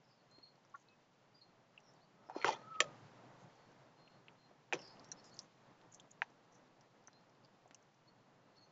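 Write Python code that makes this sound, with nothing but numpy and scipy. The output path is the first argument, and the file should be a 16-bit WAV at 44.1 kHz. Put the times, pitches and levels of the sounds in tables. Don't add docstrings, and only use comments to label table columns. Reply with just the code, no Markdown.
import sys
import numpy as np
from scipy import signal
from scipy.fft import rfft, irfft, next_fast_len
from scipy.io import wavfile
from scipy.ndimage import map_coordinates

SR = 44100
rng = np.random.default_rng(int(sys.argv[2]) if len(sys.argv) > 2 else 0)


def generate_wav(sig):
    pcm = np.round(np.clip(np.atleast_2d(sig).T, -1, 1) * 32767).astype(np.int16)
    wavfile.write(sys.argv[1], SR, pcm)


N = 384111
TIME = np.arange(N) / SR
AGE = np.arange(8192) / SR

# (time [s], contact level [dB], contact pitch [Hz], contact time constant [ms],
# wall echo [0-1], bowl ring level [dB], thud level [dB], thud pitch [Hz], hollow tail level [dB],
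# tail width [share of thud pitch], leaf crackle level [dB])
KNOCKS = [(2.2975, -37, 900, 0.34, 0.6, -72.5, -46, 790, -43.5, 0.28, -69),
          (2.349, -46, 845, 0.71, 0.1, -80, -50, 680, -43.5, 0.57, -80.5),
          (2.361, -37, 600, 1, 0.2, -65, -32.5, 355, -54, 0.79, -65.5),
          (2.445, -16.5, 1510, 0.23, 0, -52, -33, 408, -50, 0.93, -46),
          (2.446, -21, 1715, 0.3, 0.04, -49, -33, 1120, -50, 0.46, -50.5),
          (2.4789, -35, 2760, 0.39, 0.4, -46, -44.5, 442, -36, 0.99, -44.5),
          (2.4828, -24, 900, 0.38, 0.1, -56, -34, 890, -55, 0.27, -45),
          (2.4888, -29, 1030, 0.64, 0.1, -50, -22, 895, -42, 0.16, -49),
          (2.4918, -32, 2310, 0.14, 0, -51, -43, 553, -42.5, 0.33, -56),
          (2.804, -9.5, 2188, 0.1, 0.05, -19.5, -31, 520, -45.5, 0.5, -41),
          (2.8085, -35, 1610, 0.18, 0, -53, -39, 385, -52, .8, -59),
          (2.8187, -41, 2664, 0.38, 0.08, -41.5, -36, 560, -44, 0.26, -53),
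          (2.841, -50.5, 1600, 0.37, 0.01, -56, -49.5, 560, -52, .3, -65.5),
          (4.7255, -23, 2120, 0.19, 0.8, -56, -30.5, 700, -39, 0.81, -51),
          (4.7326, -25.5, 2420, 0.49, 0.13, -38.5, -31, 448, -42, 0.64, -45.5),
          (4.74, -53, 1040, 0.71, 0.2, -55, -34.5, 365, -51.5, 0.56, -56),
          (4.751, -50, 3050, .9, 0, -53, -44, 420, -58, .6, -61),
          (6.2193, -18.5, 1880, 0.2, 0.36, -76, -34, 867, -50, 0.26, -60),
          (6.2268, -40.5, 2300, 0.15, 0.1, -66.5, -43.5, 860, -70, .3, -75)]
# (frequency [Hz], relative level [dB], t60 [s])
BOWL_MODES = [(580.3, -15, 0.28), (1121, -6, 0.045), (1283, -0.5, 0.046), (1790, 6.5, 0.023),
              (2032, -6, 0.019), (2580, -2, 0.038), (2780, -6.5, 0.017), (3206, 0.5, 0.034),
              (3320, -2.5, 0.025), (3827, -10, .025), (4205, -7, 0.024), (4470, -9.5, 0.033),
              (5200, -4.5, 0.02), (5904, -2.5, 0.022), (6770, -4.5, 0.017), (7170, 2, 0.02)]

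# (time [s], hold [s], body level [dB], crackle level [dB])
SHOVES = [(2.302, 0.04, -60.5, -83.5), (2.366, 0.064, -56, -67.5), (2.448, 0.019, -36, -50),
          (2.474, 0.02, -41.5, -54), (2.505, 0.014, -50, -56), (2.524, 0.0046, -59, -57),
          (2.537, 0.0029, -56, -70), (2.548, 0.014, -54.5, -69), (2.585, 0.035, -64.5, -79)]
SHOVE_RISE_DB_PER_S, SHOVE_FALL_DB_PER_S = 3007, 808
# (frequency [Hz], width per pass [Hz], relative level [dB])
SHOVE_MODES = [(373, 26, -1), (415, 19, -4), (474, 41, 2.5), (577, 55, 2), (755, 27, 4), (794, 27, 8),
               (884, 31, 10), (949, 40, 7), (1134, 130, -6.5), (1263, 180, 1), (1810, 150, -6.5),
               (2040, 71, -12.5), (2486, 110, -9), (2650, 110, -18.5)]
# (time [s], pitch [Hz])
GROAN_PITCH = [(2.40, 500), (2.448, 396.5), (2.485, 484), (2.515, 537), (2.545, 601)]
# (frequency [Hz], width per pass [Hz], relative level [dB])
SCRAPE_MODES = [(2080, 110, 4.5), (2440, 70, 5), (2790, 90, -2.5), (3160, 140, 2.5), (3430, 140, -4),
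                (4220, 96, -1.5), (4630, 66, 1.5), (5700, 240, -0.5), (6330, 130, -5), (7000, 170, -6)]
# (frequency [Hz], relative density [dB per Hz])
LEAF_SPECTRUM = [(1180, -45.5), (2000, 1.5), (2860, -5), (3320, -2.5), (4920, -7), (6430, -5.5),
                 (7280, -48), (7800, -62.5), (10100, -76), (17200, -120)]

# (time [s], level [dB], pitch [Hz], time constant [ms])
TICKS = [(0.383, -51.5, 453, 0.35), (.387, -51, 2000, 0.04), (.394, -57, 750, 0.34), (.579, -60, 750, 0.43),
         (.6495, -58, 1150, 0.35), (.65, -62, 5400, 0.18), (0.75, -52, 1620, 0.42), (.886, -58, 4100, 0.35),
         (1.777, -47, 2720, 0.54), (1.803, -61, 5940, 0.14), (2.289, -46, 700, 0.27),
         (2.4563, -41, 5430, .25), (2.462, -29.5, 2900, 0.25), (2.481, -46, 5940, 0.22),
         (2.507, -43, 4170, .09), (2.524, -48, 6000, 0.23), (2.515, -43, 3200, .6),
         (2.5385, -42.5, 3360, 0.43), (2.54, -51, 5970, 0.19), (2.549, -51, 3350, .7),
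         (2.558, -56, 3450, .9), (2.864, -54, 3000, .1), (4.077, -54.5, 2760, 0.33),
         (4.283, -44.5, 2680, 0.24), (4.512, -53.5, 617, 0.63), (4.7258, -37.5, 790, .35),
         (4.7335, -41, 6000, 0.26), (4.744, -47, 6000, .45), (4.791, -53.5, 2900, 0.53),
         (4.7915, -50, 5600, 0.16), (4.799, -56, 2900, .35), (4.8176, -48, 5300, .15),
         (4.824, -59, 2800, .4), (4.877, -55, 5800, .12), (4.97, -60, 2920, .5), (4.996, -48, 4760, 0.17),
         (5.045, -47, 5340, 0.09), (5.089, -57.5, 5900, .15), (5.1164, -35, 5870, 0.36),
         (5.117, -55, 1650, 0.89), (5.1185, -60, 2730, .5), (5.119, -48, 4100, 0.8),
         (5.1195, -46, 6730, 0.69), (5.243, -48.5, 5470, 0.088), (5.296, -53, 5300, 0.091),
         (5.342, -56, 6850, 0.32), (5.368, -52, 5020, 0.23), (5.3911, -31, 5250, 0.16),
         (5.814, -52.5, 3140, 0.069), (5.924, -53.5, 6870, 0.69), (5.946, -43, 6470, 0.14),
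         (5.998, -47.5, 3350, 0.33), (6, -52.5, 6700, 0.23), (6.113, -53, 6910, 0.59),
         (6.81, -55, 5450, 0.13), (7.04, -64, 5020, 0.094), (7.073, -48.5, 6060, 0.52),
         (7.082, -44.5, 1100, 0.17), (7.131, -54, 4550, .12), (7.21, -62.5, 4800, 0.11),
         (7.45, -61, 3480, 0.16), (7.657, -54.5, 684, 0.78), (7.71, -40.5, 1390, 0.038),
         (7.711, -71.5, 2870, .3), (7.746, -43.5, 6200, 0.14), (7.746, -57, 2810, 0.48)]
FAINT_TICK_DB, FAINT_TICK_SPREAD_DB, FAINT_TICK_MS = -66, 3, 0.17
FAINT_TICK_LOW_HZ, FAINT_TICK_HIGH_HZ = 2470, 6800

# (time [s], hold [s], top pitch [Hz], level [dB])
SLIP_TONES = [(0.744, 0.0083, 1130, -46.5), (0.748, 0.0055, 1384, -49.5)]
# (time [s], length [s], level [dB], centre [Hz])
RUSTLES = [(0.749, 0.084, -79, 6400), (2.411, 0.035, -51.5, 2210), (2.515, 0.048, -67, 3450),
           (2.737, 0.028, -67.5, 2750), (3.384, 0.063, -81, 6460), (5.24, 0.056, -71.5, 6830),
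           (5.329, 0.13, -72.5, 6350), (5.914, 0.068, -70.5, 6400), (6.108, 0.011, -65, 6400),
           (6.514, 0.084, -76, 6050), (7.435, 0.027, -73.5, 4720), (8.564, 0.023, -77.5, 5300)]
# (time [s], length [s], level [dB], centre [Hz])
BUMPS = [(2.44, 0.052, -58, 133), (2.826, 0.064, -62.5, 140), (3.01, 0.078, -62, 132),
         (3.41, 0.074, -60.5, 147.5), (4.725, 0.042, -58.5, 155)]
# (time [s], hold [s], top pitch [Hz], level [dB])
WHISTLES = [(2.229, 0.017, 1296, -74.5), (2.411, .004, 1357, -58.5), (2.736, 0.08, 1315, -47.5)]

# (time [s], nominal length [s], start pitch [Hz], end pitch [Hz],
# level [dB], hoarseness [clipped to 0-1])
BIRD_NOTES = [(0.052, 0.1, 5200, 4960, -78, 1.2), (0.18, 0.04, 4500, 4380, -79, 0.5),
              (0.318, 0.072, 4180, 4236, -62.5, 0), (0.388, 0.04, 4220, 4280, -70, 0.06),
              (0.428, 0.018, 4310, 4290, -57.5, 0.01), (0.444, 0.054, 4350, 4270, -67, 0.24),
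              (0.877, 0.068, 2590, 2570, -73.5, 0), (1.347, 0.022, 4800, 4790, -65.5, 0.05),
              (1.376, 0.02, 4820, 4800, -69, 0.15), (1.413, 0.024, 4240, 4240, -61.5, 0.3),
              (1.833, 0.03, 5600, 5560, -73, 0.16), (1.863, 0.04, 5620, 5480, -68.5, 0.82),
              (1.943, 0.032, 5430, 4370, -79, 0.3), (2.01, 0.038, 4150, 4580, -73, 0.14),
              (2.263, 0.032, 5400, 5200, -77, .6), (2.343, 0.073, 5300, 5100, -70, 0.77),
              (2.361, 0.12, 4200, 4280, -59, 0.08), (2.46, .05, 4280, 4200, -61, 0.1),
              (2.587, .06, 4250, 4280, -79, 0), (2.694, 0.053, 4420, 4290, -83, 0.2),
              (3.548, 0.16, 4400, 4400, -81.5, 0.12), (3.99, 0.09, 4220, 4210, -68, 0),
              (4.085, 0.096, 4250, 4290, -79, 0.06), (4.385, 0.085, 4190, 4200, -71, 0.04),
              (4.783, 0.047, 5380, 5420, -65, 0.55), (4.802, 0.07, 5400, 5400, -64, 0.1),
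              (4.819, 0.074, 5080, 4920, -61.5, 0.3), (4.823, 0.11, 4590, 4390, -69, 0.6),
              (4.89, 0.035, 5100, 5230, -64, 0.47), (5.033, 0.052, 5450, 5600, -71, 0.3),
              (5.17, 0.037, 5080, 5370, -66.5, 0.3), (5.186, 0.022, 4430, 4400, -66, 0.4),
              (5.242, 0.025, 5430, 5460, -65, 0.54), (5.245, 0.051, 5080, 5000, -66, 0.57),
              (5.32, 0.034, 4310, 4430, -65, 0.55), (7.138, 0.057, 4060, 4190, -71, 0.02),
              (8.077, 0.018, 4340, 4330, -66.5, 0), (8.448, 0.15, 4220, 4170, -84.5, 0.11),
              (8.568, 0.034, 4274, 4340, -67, 0.3), (8.611, 0.039, 4370, 4330, -66.5, 0.2),
              (8.615, 0.043, 6500, 6250, -77, .15)]
TWITTER_HZ = 170

# (time [s], level [dB])
HUSH_REST = [(0, -71.5), (1.1, -72.5), (2.1, -69), (8.7, -69.5)]
# (frequency [Hz], relative density [dB per Hz])
LOW_SPECTRUM = [(20, -14.5), (45, -23.5), (75, -31.5), (112, -3.5), (135, 0.5), (220, -4), (310, -5),
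                (370, -7), (600, -5.5), (900, -6.5), (1400, -13), (2000, -18), (3500, -42)]
# (frequency [Hz], relative density [dB per Hz])
HISS_SPECTRUM = [(1060, -12.5), (1800, -3.5), (2820, -2.5), (3280, -4), (4150, -5), (6680, -10),
                 (8000, -18), (10400, -66), (17600, -120)]
HISS_DB = -80
HUM_HZ, HUM_DB = 124, -19
# (time [s], level [dB])
SWELLS = [(2.459, -61.5), (2.82, -61.5), (4.76, -61)]
SWELL_RISE_DB_PER_S, SWELL_FALL_DB_PER_S = 298.5, 9.5
SWELL_HISS_DB, SWELL_HISS_FALL_DB_PER_S = -13, 7.5

TOP_HZ = 7500


def knocks(thud_ms=1.3, wall_echo_ms=0.91, crackle_t60_s=0.09, hollow_cycles=80, low_edge=0.71):
    out = np.zeros(N)
    ring = bowl_ring()
    for (s, contact_db, contact_hz, contact_ms, echo, ring_db,
         thud_db, thud_hz, tail_db, tail_width, crackle_db) in KNOCKS:
        cracks = grains(rate_hz=1200, spread_db=1.0, size=len(AGE))
        noise = rng.standard_normal(len(AGE))
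        click = pop(contact_hz, contact_ms)
        click = click - echo * np.interp(AGE - wall_echo_ms / 1000, AGE, click)
        crackle = colour(cracks, LEAF_SPECTRUM) * fade(crackle_t60_s)
        hollow = band(noise, thud_hz, tail_width * thud_hz)
        hollow = hollow * fade(hollow_cycles / thud_hz) * (1 - fade(0.01985))
        blow = undb(contact_db) * click + undb(ring_db) * ring + undb(crackle_db) * crackle
        body = undb(thud_db) * pop(thud_hz, thud_ms) + undb(tail_db) * hollow
        add(out, s, high_pass(blow + body, low_edge * thud_hz, order=3))
    return scatter(out, wet_db=-18, t60_s=0.061)


def bowl_ring():
    ring = np.zeros(len(AGE))
    for k, (hz, db, t60_s) in enumerate(BOWL_MODES):
        ring += (-1) ** k * undb(db) * fade(t60_s) * np.sin(2 * np.pi * hz * AGE)
    return ring / 2


def shove(catch_db=3.0, groan_db=-6.0, groan_waver=0.055, scrape_db=0.5, leaf_db=-4,
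          ground_db=-20, ground_hz=210, ground_width_hz=150):
    catches = undb(catch_db * walk(170))
    jolts = grains(rate_hz=5000, spread_db=-0.5)
    [groan_hz] = curves(GROAN_PITCH)
    groan_phase = 2 * np.pi * np.cumsum(groan_hz * (1 + groan_waver * walk(300))) / SR
    groan = undb(3.0 * walk(130)) * np.sin(groan_phase)
    ground = band(jolts, ground_hz, ground_width_hz)
    body = wall(jolts, SHOVE_MODES) + undb(groan_db) * groan + undb(ground_db) * ground
    scrape = wall(grains(rate_hz=600, spread_db=-1.0), SCRAPE_MODES)
    scrape = flex(scrape, share=0.0058, rate_hz=35)
    leaves = colour(grains(rate_hz=330, spread_db=0.5), LEAF_SPECTRUM)
    crackle = undb(leaf_db) * leaves + undb(scrape_db) * scrape
    out = np.zeros(N)
    for s, hold_s, body_db, crackle_db in SHOVES:
        lurch = envelope(s, hold_s, SHOVE_RISE_DB_PER_S, SHOVE_FALL_DB_PER_S)
        out += lurch * (undb(body_db) * body + undb(crackle_db) * crackle)
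    return catches * out


def wall(x, resonances):
    return unit(sum(undb(db) * resonate(resonate(x, hz, w), hz, w) for hz, w, db in resonances))


def flex(x, share, rate_hz):
    warped_s = TIME + share / rate_hz * walk(rate_hz)
    return map_coordinates(x, [warped_s * SR], mode="mirror")


def chewing(count=26):
    faint = []
    for when, size, pitch in rng.random((count, 3)):
        db = FAINT_TICK_DB + FAINT_TICK_SPREAD_DB * (2 * size - 1)
        hz = FAINT_TICK_LOW_HZ + pitch * (FAINT_TICK_HIGH_HZ - FAINT_TICK_LOW_HZ)
        faint.append((when * N / SR, db, hz, FAINT_TICK_MS))
    out = np.zeros(N)
    for s, db, hz, time_ms in list(TICKS) + faint:
        add(out, s, undb(db) * pop(hz, time_ms))
    return scatter(out, wet_db=-3.5, t60_s=0.038)


def slip(waver=0.0275):
    out = np.zeros(N)
    for s, hold_s, hz, db in SLIP_TONES:
        tone = squeak(s, hz, sag_hz_per_s=1500, flutter_hz=-280, flutter=0.13, waver=waver)
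        out += undb(db) * envelope(s, hold_s, rise_db_per_s=4500, fall_db_per_s=1398) * tone
    return out


def rustles(width_hz=1000):
    out = np.zeros(N)
    for s, length_s, db, hz in RUSTLES:
        cracks = grains(rate_hz=950, spread_db=4.0, size=len(AGE))
        add(out, s, undb(db) * arch(length_s) * band(cracks, hz, width_hz))
    return out


def bumps(width_hz=70):
    out = np.zeros(N)
    for s, length_s, db, hz in BUMPS:
        noise = rng.standard_normal(len(AGE))
        add(out, s, undb(db) * arch(length_s) * band(noise, hz, width_hz))
    return out


def whistle():
    out = np.zeros(N)
    for s, hold_s, hz, db in WHISTLES:
        tone = squeak(s, hz, sag_hz_per_s=570, flutter_hz=25, flutter=0.39, waver=0.02)
        out += undb(db) * envelope(s, hold_s, rise_db_per_s=155, fall_db_per_s=198.5) * tone
    return out


def squeak(s, top_hz, sag_hz_per_s, flutter_hz, flutter, waver):
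    hz = np.maximum(top_hz - sag_hz_per_s * np.abs(TIME - s), top_hz / 2)
    phase = 2 * np.pi * np.cumsum(hz * (1 + waver * walk(150))) / SR
    return np.sin(phase) + flutter * np.sin(phase + 2 * np.pi * flutter_hz * TIME)


def birds(rasp_hz=600, waver_hz=24, swell=0.43, flutter_db=3.0, glide_ease=1.8):
    out = np.zeros(N)
    for s, length_s, start_hz, end_hz, db, hoarse in BIRD_NOTES:
        age = np.arange(int(2 * length_s * SR)) / SR - length_s / 2
        waver, real, imag = (walk(rate, size=len(age)) for rate in (200, rasp_hz, rasp_hz))
        share = np.clip(hoarse, 0, 1)
        glide = (start_hz - end_hz) * np.clip(1 - age / length_s, 0, 1) ** glide_ease
        hz = end_hz + glide + (waver_hz + share * TWITTER_HZ) * waver
        voice = np.sqrt(1 - share) + np.sqrt(share) * (real + 1j * imag)
        note = np.imag(voice * np.exp(2j * np.pi * np.cumsum(hz) / SR))
        shape = np.exp(-((age / length_s - .5) / swell) ** 2 / 2) * signal.windows.tukey(len(age), .5)
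        flutter = undb(share * flutter_db * walk(90, size=len(age)))
        add(out, s - length_s / 2, undb(db) * shape * flutter * note)
    return scatter(out, wet_db=-8, t60_s=0.34)


def hush():
    [rest_db] = curves(HUSH_REST)
    low_gain = np.hypot(undb(rest_db), swells(SWELL_FALL_DB_PER_S))
    hiss_gain = np.hypot(undb(HISS_DB), undb(SWELL_HISS_DB) * swells(SWELL_HISS_FALL_DB_PER_S))
    low = colour(rng.standard_normal(N), LOW_SPECTRUM) * low_gain * undb(1.3 * walk(20))
    hiss = colour(rng.standard_normal(N), HISS_SPECTRUM) * hiss_gain * undb(0.61 * walk(29))
    drone = low_gain * undb(HUM_DB) * band(rng.standard_normal(N), HUM_HZ, 24)
    return low + hiss + drone


def swells(fall_db_per_s):
    power = np.zeros(N)
    for s, db in SWELLS:
        power += (undb(db) * envelope(s, 0, SWELL_RISE_DB_PER_S, fall_db_per_s)) ** 2
    return np.sqrt(power)


def undb(db):
    return 10 ** (np.asarray(db) / 20)


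def unit(x):
    return x / np.sqrt(np.mean(x ** 2))


def curves(table):
    s, *columns = np.transpose(table)
    return [np.interp(TIME, s, c) for c in columns]


def add(out, s, sound):
    i = max(int(s * SR), 0)
    out[i:i + len(sound)] += sound[:max(N - i, 0)]


def colour(x, points):
    hz, db = np.transpose(points)
    size = next_fast_len(len(x))
    f = np.arange(size // 2 + 1) * SR / size
    gain = undb(np.interp(np.log(f + 1), np.log(hz), db))
    return unit(irfft(rfft(x, size) * gain, size)[:len(x)])


def resonate(x, hz, width_hz):
    return signal.lfilter(*signal.iirpeak(hz, hz / width_hz, fs=SR), x)


def band(x, hz, width_hz):
    return unit(resonate(resonate(x, hz, width_hz), hz, width_hz))


def high_pass(x, hz, order):
    return signal.sosfilt(signal.butter(order, hz, "high", fs=SR, output="sos"), x)


def walk(rate_hz, size=N):
    at = np.arange(size) * rate_hz / SR
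    return np.interp(at, np.arange(4096), rng.standard_normal(4096))


def grains(rate_hz, spread_db, size=N):
    happens = rng.random(size) < rate_hz / SR
    sign = rng.choice([-1, 1], size)
    return happens * sign * undb(spread_db * np.minimum(rng.exponential(size=size), 4))


def pop(hz, time_ms):
    u = AGE * 1000 / time_ms
    return (u / 2) ** 2 * np.exp(2 - u) * np.sin(2 * np.pi * hz * AGE)


def fade(t60_s):
    return np.exp(-np.log(1000) * AGE / t60_s)


def arch(length_s):
    u = np.clip(AGE / length_s, 0, 1)
    return np.sqrt(4 * u * (1 - u))


def envelope(s, hold_s, rise_db_per_s, fall_db_per_s):
    before_s = np.maximum(s - TIME, 0)
    after_s = np.maximum(TIME - s - hold_s, 0)
    drop_db = rise_db_per_s * before_s + fall_db_per_s * after_s
    return undb(-np.minimum(drop_db, 200))


def scatter(x, wet_db, t60_s):
    tail = rng.standard_normal(len(AGE)) * fade(t60_s) * (1 - fade(0.0039))
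    return x + undb(wet_db) * signal.fftconvolve(x, tail / np.linalg.norm(tail))[:N]


def scene():
    feeding = high_pass(knocks() + shove() + chewing() + slip() + rustles(), 80, order=1)
    mono = feeding + high_pass(bumps(), 98, order=6) + whistle() + birds() + hush()
    return np.array([mono, mono])


def record(dry):
    return signal.sosfilt(signal.ellip(8, .2, 70, TOP_HZ, fs=SR, output="sos"), dry)


dry = scene()
out = record(dry)
generate_wav(out)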